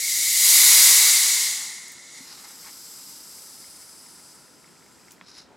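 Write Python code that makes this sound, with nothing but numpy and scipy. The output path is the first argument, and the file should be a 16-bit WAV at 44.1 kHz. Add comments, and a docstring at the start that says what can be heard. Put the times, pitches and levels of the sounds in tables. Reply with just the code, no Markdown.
"""Gas jets through the thread of a shaken plastic soda bottle as its screw cap is eased open.
The jet sounds the hollow under the hand; as the pressure falls, foam rises and the leak thins to a
wet fizz. Bubbles pop, the cap ticks, the wall flexes, and a last spurt escapes as the grip shifts.
Heard close up in a small store room."""
import sys
import numpy as np
from scipy import signal
from scipy.fft import rfft, irfft
from scipy.io import wavfile

SR = 44100
rng = np.random.default_rng(int(sys.argv[2]) if len(sys.argv) > 2 else 0)


def waveform_to_disk(signal):
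    """Save audio, clipped to [-1, 1], as 16-bit WAV at the path in sys.argv[1]."""
    frames = np.transpose(np.atleast_2d(signal))
    scaled = np.clip(frames, -1, 1) * 32767
    samples = np.round(scaled).astype(np.int16)
    wavfile.write(sys.argv[1], SR, samples)


N = 245548
TIME = np.arange(N) / SR
HZ = np.maximum(np.fft.rfftfreq(N, 1 / SR), 1)
CUTOFF_HZ = 15900


def from_db(db):
    """Decibels to gain."""
    return 10 ** (np.asarray(db) / 20)


def unit_rms(x):
    """Scale to unit rms."""
    return x / np.sqrt(np.mean(x ** 2) + 1e-20)


def ramp(start_s, length_s):
    """Linear rise from 0 to 1."""
    return np.clip((TIME - start_s) / length_s, 0, 1)


def during(curve, fade_s):
    """Gate: 1 within a curve's span, exponential fade outside."""
    outside_s = np.maximum(curve[0][0] - TIME, TIME - curve[-1][0])
    return np.exp(-np.maximum(0, outside_s) / fade_s)


def colour(points):
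    """Gain per frequency, interpolated in dB over log f."""
    hz, db = np.transpose(points)
    return from_db(np.interp(np.log(HZ), np.log(hz), db))


def resonances(modes):
    """Gain per frequency of steep-sided peaks, summed in power."""
    peaks = (from_db(db) / (1 + ((HZ - hz) / width) ** 2) ** 2 for hz, width, db in modes)
    return np.sqrt(sum(peak ** 2 for peak in peaks))


def through(x, gain):
    """Filter by a gain per frequency."""
    return irfft(rfft(x) * gain, N)


def bandpass(x, low_hz, high_hz):
    """Butterworth band-pass."""
    return signal.sosfilt(signal.butter(2, [low_hz, high_hz], "band", fs=SR, output="sos"), x)


def treble(x, gain_db, split_hz):
    """High shelf."""
    top = through(x, 1 / (1 + (split_hz / HZ) ** 10))
    return x + top * (from_db(gain_db) - 1)


def noise(gain):
    """Coloured noise, unit rms."""
    return unit_rms(through(rng.standard_normal(N), gain))


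def flutter(rate_hz, depth_db):
    """Randomly wavering gain."""
    return from_db(depth_db * noise(1 / (1 + (HZ / rate_hz) ** 2)))


def grains(gain, per_s, spread_db=0):
    """Coloured random impulses, unit rms."""
    sizes = from_db(spread_db * np.minimum(rng.exponential(1, N), 4))
    signs = rng.choice([-1, 1], N)
    hits = rng.random(N) < per_s / SR
    return unit_rms(through(sizes * signs * hits, gain))


def rustle(gestures, spectrum, per_s, rough_db):
    """Rough grains that swell and fade with each gesture."""
    swells = (from_db(db - 20 * np.maximum((s - TIME) / rise_s, (TIME - s) / fall_s))
              for s, db, rise_s, fall_s in gestures)
    envelope = np.sqrt(sum(swell ** 2 for swell in swells))
    return envelope * grains(colour(spectrum), per_s) * flutter(rate_hz=110, depth_db=rough_db)


def place(x, start_s):
    """Put a sound on the timeline."""
    return np.pad(x, (int(start_s * SR), N))[:N]


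def ring(start_s, db, hz, t60_s, glide_per_s=0):
    """Damped sine with a linear pitch glide."""
    age = np.arange(SR // 8) / SR
    phase = 2 * np.pi * hz * age * (1 + glide_per_s * age / 2)
    return place(from_db(db - 60 * age / t60_s) * np.sin(phase), start_s)


def diffuse(x, t60_s=0.08):
    """Convolve with decaying noise, unit gain."""
    age = np.arange(SR // 3) / SR
    response = rng.standard_normal(len(age)) * from_db(-60 * age / t60_s) * (age > .003)
    return signal.fftconvolve(x, response / np.linalg.norm(response))[:N]


# room noise spectrum: f/Hz, relative level/dB
ROOM_SPECTRUM = [(25, -31.5), (60, -7.5), (110, -5), (160, 2), (280, 2), (450, -2), (700, -6), (1000, -2),
                 (1150, -9.5), (1320, -1), (1600, -7.5), (3000, -14), (8000, -19.5), (15800, -37.5)]
# its stereo width: f/Hz, side re mid/dB
ROOM_SIDE = [(60, -3.5), (250, -6), (600, -4.5), (1200, -12.5), (8000, -11)]

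def room_noise(level_db=-56.5):
    """Low steady noise of the room, as mid and side."""
    mid = noise(colour(ROOM_SPECTRUM))
    side = through(noise(colour(ROOM_SPECTRUM)), colour(ROOM_SIDE))
    return from_db(level_db) * np.array([mid, side])


# early reflections: delay/s, gain
ECHOES = [(.00102, .07), (.001406, .08), (.003855, -.07), (.004807, .04), (.00551, .06)]

def reflections(x, tail_db=-10):
    """Early returns off hand, bottle and shelves, plus a dense room tail."""
    early = sum(gain * np.interp(TIME - delay_s, TIME, x, left=0) for delay_s, gain in ECHOES)
    return early + from_db(tail_db) * diffuse(x)


# faint decorrelated side signal, mostly treble: f/Hz, side gain/dB
SIDE_SPECTRUM = [(1200, -44.5), (2800, -60), (3900, -17), (8000, -18), (12000, -15), (15000, -22.5)]

def stereo_width(x):
    """A faint decorrelated side signal, mostly in the treble."""
    return through(diffuse(x), colour(SIDE_SPECTRUM))


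# arm movement: peak t/s, level/dB, 20 dB rise/s, 20 dB fall/s
ARM_MOVES = [(5.525, -56.5, 0.12, 0.092)]
# its spectrum: f/Hz, relative level/dB
ARM_SPECTRUM = [(40, -33.5), (120, -8), (450, 7.5), (850, 2), (1500, -11), (3000, -28), (14000, -36)]

def arm_shift():
    """The arm shifts with a dull rustle."""
    return rustle(ARM_MOVES, ARM_SPECTRUM, per_s=2500, rough_db=3.5)


# rubs on the cap: peak t/s, level/dB, 20 dB rise/s, 20 dB fall/s
RUBS = [(1.57, -48.5, .3, 0.44), (2.29, -56, 0.19, .3), (2.45, -53.5, .15, 0.23),
        (2.675, -47.5, 0.083, 0.076)]
# their spectrum: f/Hz, relative level/dB
RUB_SPECTRUM = [(600, -20), (850, -2), (1300, -2.5), (1550, -7.5), (2100, -3), (2800, -12), (5000, -14),
                (14000, -33)]

def cap_rubs():
    """Gas and fingers brush over the cap."""
    return rustle(RUBS, RUB_SPECTRUM, per_s=1900, rough_db=2.5)


# wall flexes, levels before filtering: t/s, snap/dB, thud/dB, thud f/Hz
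FLEXES = [(2.201, -57.5, -40.5, 275), (2.667, -47, -62, 300), (5.2122, -38, -46, 196)]
# wall modes: f/Hz, level re snap/dB, t60/s
WALL_MODES = [(1100, -5, .022), (1360, -7, 0.017), (1990, 7.5, 0.0053), (2390, -3, 0.0078),
              (3240, -5, 0.011)]

def wall_flexes(thud_t60_s=0.073, thud_delay_s=0.0042):
    """The wall snaps under the fingers, then the full bottle thuds; a small body radiates little bass."""
    snaps = sum(ring(s, snap_db + db, hz, t60_s)
                for s, snap_db, _, _ in FLEXES for hz, db, t60_s in WALL_MODES)
    thuds = sum(ring(s + thud_delay_s, db, hz, thud_t60_s) for s, _, db, hz in FLEXES)
    return bandpass(snaps, 700, 4500) + bandpass(thuds, 130, 500)


# plastic ticks: t/s, peak level/dB, nominal band centre f/Hz
TICKS = [(1.8808, -28, 8500), (1.9192, -32, 14500), (5.108, -34.5, 5500), (5.111, -36, 7000),
         (5.1192, -34, 12000)]

def cap_ticks(crack_t60_s=.003, tail_db=-19, tail_t60_s=0.1):
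    """The cap slips on its thread: a sharp crack and a short bright tail."""
    out = np.zeros(N)
    age = np.arange(SR // 10) / SR
    envelope = from_db(-60 * age / crack_t60_s) + from_db(tail_db - 60 * age / tail_t60_s)
    for s, db, hz in TICKS:
        burst = rng.standard_normal(len(age)) * envelope
        burst = bandpass(burst, hz / 2, min(hz * 1.5, CUTOFF_HZ))
        out += place(from_db(db) * burst / np.abs(burst).max(), s)
    return out


# largest bubbles: t/s, level before boost/dB
LARGE_POPS = [(3.3822, -46), (3.6431, -44), (3.7449, -50), (3.8247, -49), (4.0632, -49), (4.6433, -45),
              (4.8249, -51), (4.8628, -48), (5.0833, -44)]

def bubble_pops(neck_hz=2070, t60_s=0.012, glide_per_s=25, boost_db=2, small_count=46):
    """Bubbles ring in the neck, rising in pitch as they open; small ones burst at random."""
    out = sum(ring(s, db + boost_db, neck_hz, t60_s, glide_per_s) for s, db in LARGE_POPS)
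    for _ in range(small_count):
        start_s = rng.uniform(2.9, 5.2)
        db = rng.uniform(-54, -48)
        octaves = rng.uniform(-.33, .27)
        out += ring(start_s, db, neck_hz * 2 ** octaves, t60_s, glide_per_s)
    return out


# spurts: peak t/s, level/dB, 20 dB rise/s, 20 dB fall/s
SPURTS = [(2.31, -47, .2, 0.36), (5.29, -48, 0.039, 0.095), (5.39, -45.5, 0.16, 0.069)]
# their spectrum: f/Hz, relative level/dB
SPURT_SPECTRUM = [(300, -25), (2000, -11), (3500, -14.5), (3900, -1), (4600, -4), (5200, 1.5), (6100, -9),
                  (8500, -19), (10500, -17), (15000, -40)]

def gas_spurts():
    """Gas spurts through the wet thread as the grip shifts."""
    return rustle(SPURTS, SPURT_SPECTRUM, per_s=6600, rough_db=2.5)


# leak through the wet thread: t/s, level/dB
LEAK_LEVEL = [(2.22, -46), (2.35, -45), (3.0, -44), (3.5, -45), (4.3, -50.5), (4.52, -56.3), (5.12, -57.5)]
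# wet gap resonances: f/Hz, width/Hz, relative level/dB
GAP_MODES = [(5100, 800, 0.5), (6150, 340, -5), (7520, 480, -2), (8040, 470, 0)]
# narrow gaps whistling in turn: peak t/s, spread/s, f/Hz, width/Hz, level re leak/dB
WHISTLES = [(3.1, .65, 12450, 900, -11.5), (3.95, 0.56, 9520, 805, -5.5)]
# spray of tiny bursting films: f/Hz, relative level/dB
SPRAY_SPECTRUM = [(1500, -22.5), (3100, -6), (4200, -0.5), (5700, 1.5), (6700, 2), (7400, 3.5),
                  (8700, -0.5), (9400, 0.5), (10800, 0), (11500, 0.5), (12450, -4), (13600, -9.5),
                  (15800, -15)]

def foam_fizz(spray_db=-3, spray_loss_db=8, brush_db=-17):
    """Foam fills the thread: the leak crackles, sings in the wet gaps and whistles in the narrowest."""
    leak_db = np.interp(TIME, *np.transpose(LEAK_LEVEL))
    wet = ramp(start_s=2.21, length_s=0.39)
    gaps_db = -16 * (1 - wet) - 3.2 * wet
    gas = from_db(gaps_db) * noise(resonances(GAP_MODES))
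    whistle_power = 0
    for peak_s, spread_s, hz, width_hz, db in WHISTLES:
        gain = from_db(db) * np.exp(-((TIME - peak_s) / spread_s) ** 2 / 2)
        gas += gain * noise(resonances([(hz, width_hz, 0)]))
        whistle_power += gain ** 2
    bright_db = -6 * (1 - wet) + 3 * wet + 0.3 * (leak_db - leak_db.max())
    spray = grains(colour(SPRAY_SPECTRUM), per_s=14000, spread_db=0.5)
    spray = treble(spray, bright_db, split_hz=11000)
    gas += from_db(spray_db - spray_loss_db * whistle_power) * spray
    gas += from_db(brush_db) * noise(colour(RUB_SPECTRUM))   # the leak brushes the cap
    gas *= flutter(rate_hz=36, depth_db=0.57)
    return from_db(leak_db) * gas * during(LEAK_LEVEL, fade_s=0.079)


# hollow before the hand closes in: f/Hz, width/Hz, relative level/dB
HOLLOW_MODES = [(2049, 260, 1.5), (2188, 190, 1.5)]

def hand_hollow(pitch_drop=.033):
    """The hollow under the hand resonates, dropping in pitch as the hand cups the cap more closely."""
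    cupped = ramp(start_s=1.35, length_s=.2)
    slowed_s = np.cumsum(1 - pitch_drop * cupped) / SR
    hollow = np.interp(slowed_s, TIME, noise(resonances(HOLLOW_MODES)))
    return hollow * flutter(rate_hz=7.3, depth_db=.5)


# flow through the dry thread: t/s, relative level/dB
JET_FLOW = [(0, -28), (.09, -25), (.33, -21.5), (.52, -15), (.85, -14), (1.12, -17), (1.44, -22.5),
            (1.77, -39.5), (1.97, -47), (2.1, -47), (2.18, -43.5)]
# hiss spectrum: f/Hz, relative level/dB
HISS_SPECTRUM = [(1400, -43), (2100, -14), (2900, -12), (3450, -4.5), (3950, -2), (5500, -2.5),
                 (6200, -1.5), (7400, 0.5), (9300, -3), (11300, -2), (13000, -9), (14100, -7.5),
                 (15800, -15.5)]
# edge tones of the thread: f/Hz, width/Hz, relative level/dB
EDGE_TONES = [(3955, 80, -1), (4225, 50, -2), (4532, 45, -2), (4737, 60, -1), (4965, 55, 1), (5822, 70, .5),
              (6574, 40, 5.5), (6705, 50, 0), (6865, 55, 1.5), (7065, 45, 0), (7306, 45, -1), (7690, 80, 1),
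              (8942, 40, 0), (9072, 45, 0), (9463, 50, -2), (10788, 90, -2), (13700, 90, -8),
              (14700, 150, -8)]
# roar spectrum: f/Hz, relative level/dB
ROAR_SPECTRUM = [(60, -37), (250, -7), (700, -6), (1020, 5.5), (1300, 3.5), (1700, 5.5), (2900, 4),
                 (4500, -35)]

def gas_jet(tones_db=-9, tight_body_db=-1.5, tight_roar_db=-8, dulling_db_per_s=3.5):
    """Gas tears through the thread; only a strong jet roars, and it dulls as flow and pressure fall."""
    flow_db = np.interp(TIME, *np.transpose(JET_FLOW))
    flow_db -= flow_db.max()
    tight = 1 - ramp(start_s=0.31, length_s=.45)   # the cap is eased further open
    body_db = tight_body_db * tight
    bright_db = 4.5 + 0.43 * flow_db - dulling_db_per_s * TIME
    hiss = noise(colour(HISS_SPECTRUM)) + from_db(tones_db) * noise(resonances(EDGE_TONES))
    hiss = from_db(body_db) * treble(hiss, -body_db, split_hz=4800)   # a tight cap thins the low hiss
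    hiss = treble(hiss, bright_db, split_hz=10000)
    gas = from_db(-13.5 + .98 * flow_db) * hiss
    gas += from_db(-28.5 + .73 * flow_db) * hand_hollow()
    gas += from_db(-31.5 + 1.34 * flow_db + tight_roar_db * tight) * noise(colour(ROAR_SPECTRUM))
    return gas * flutter(rate_hz=28, depth_db=0.06) * during(JET_FLOW, fade_s=0.064)


# stereo balance: f/Hz, left re right/dB
BALANCE = [(2400, 0), (4400, .5), (8000, 1.1), (15000, .7)]

def scene():
    """The bottle and its reflections, nearly centred, over the room noise."""
    direct = gas_jet() + foam_fizz() + cap_ticks() + bubble_pops() + wall_flexes()
    direct += gas_spurts() + cap_rubs() + arm_shift()
    bottle = np.array([direct + reflections(direct), stereo_width(direct)])
    mid, side = bottle + room_noise()
    lean = np.sqrt(colour(BALANCE))
    return np.array([through(mid + side, lean), through(mid - side, 1 / lean)])


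def record(dry):
    """Full-scale clip, then a steep low-pass."""
    lowpass = signal.ellip(12, .1, 90, CUTOFF_HZ, fs=SR, output="sos")
    return signal.sosfilt(lowpass, np.clip(dry, -1, 1))


dry = scene()
out = record(dry)
waveform_to_disk(out)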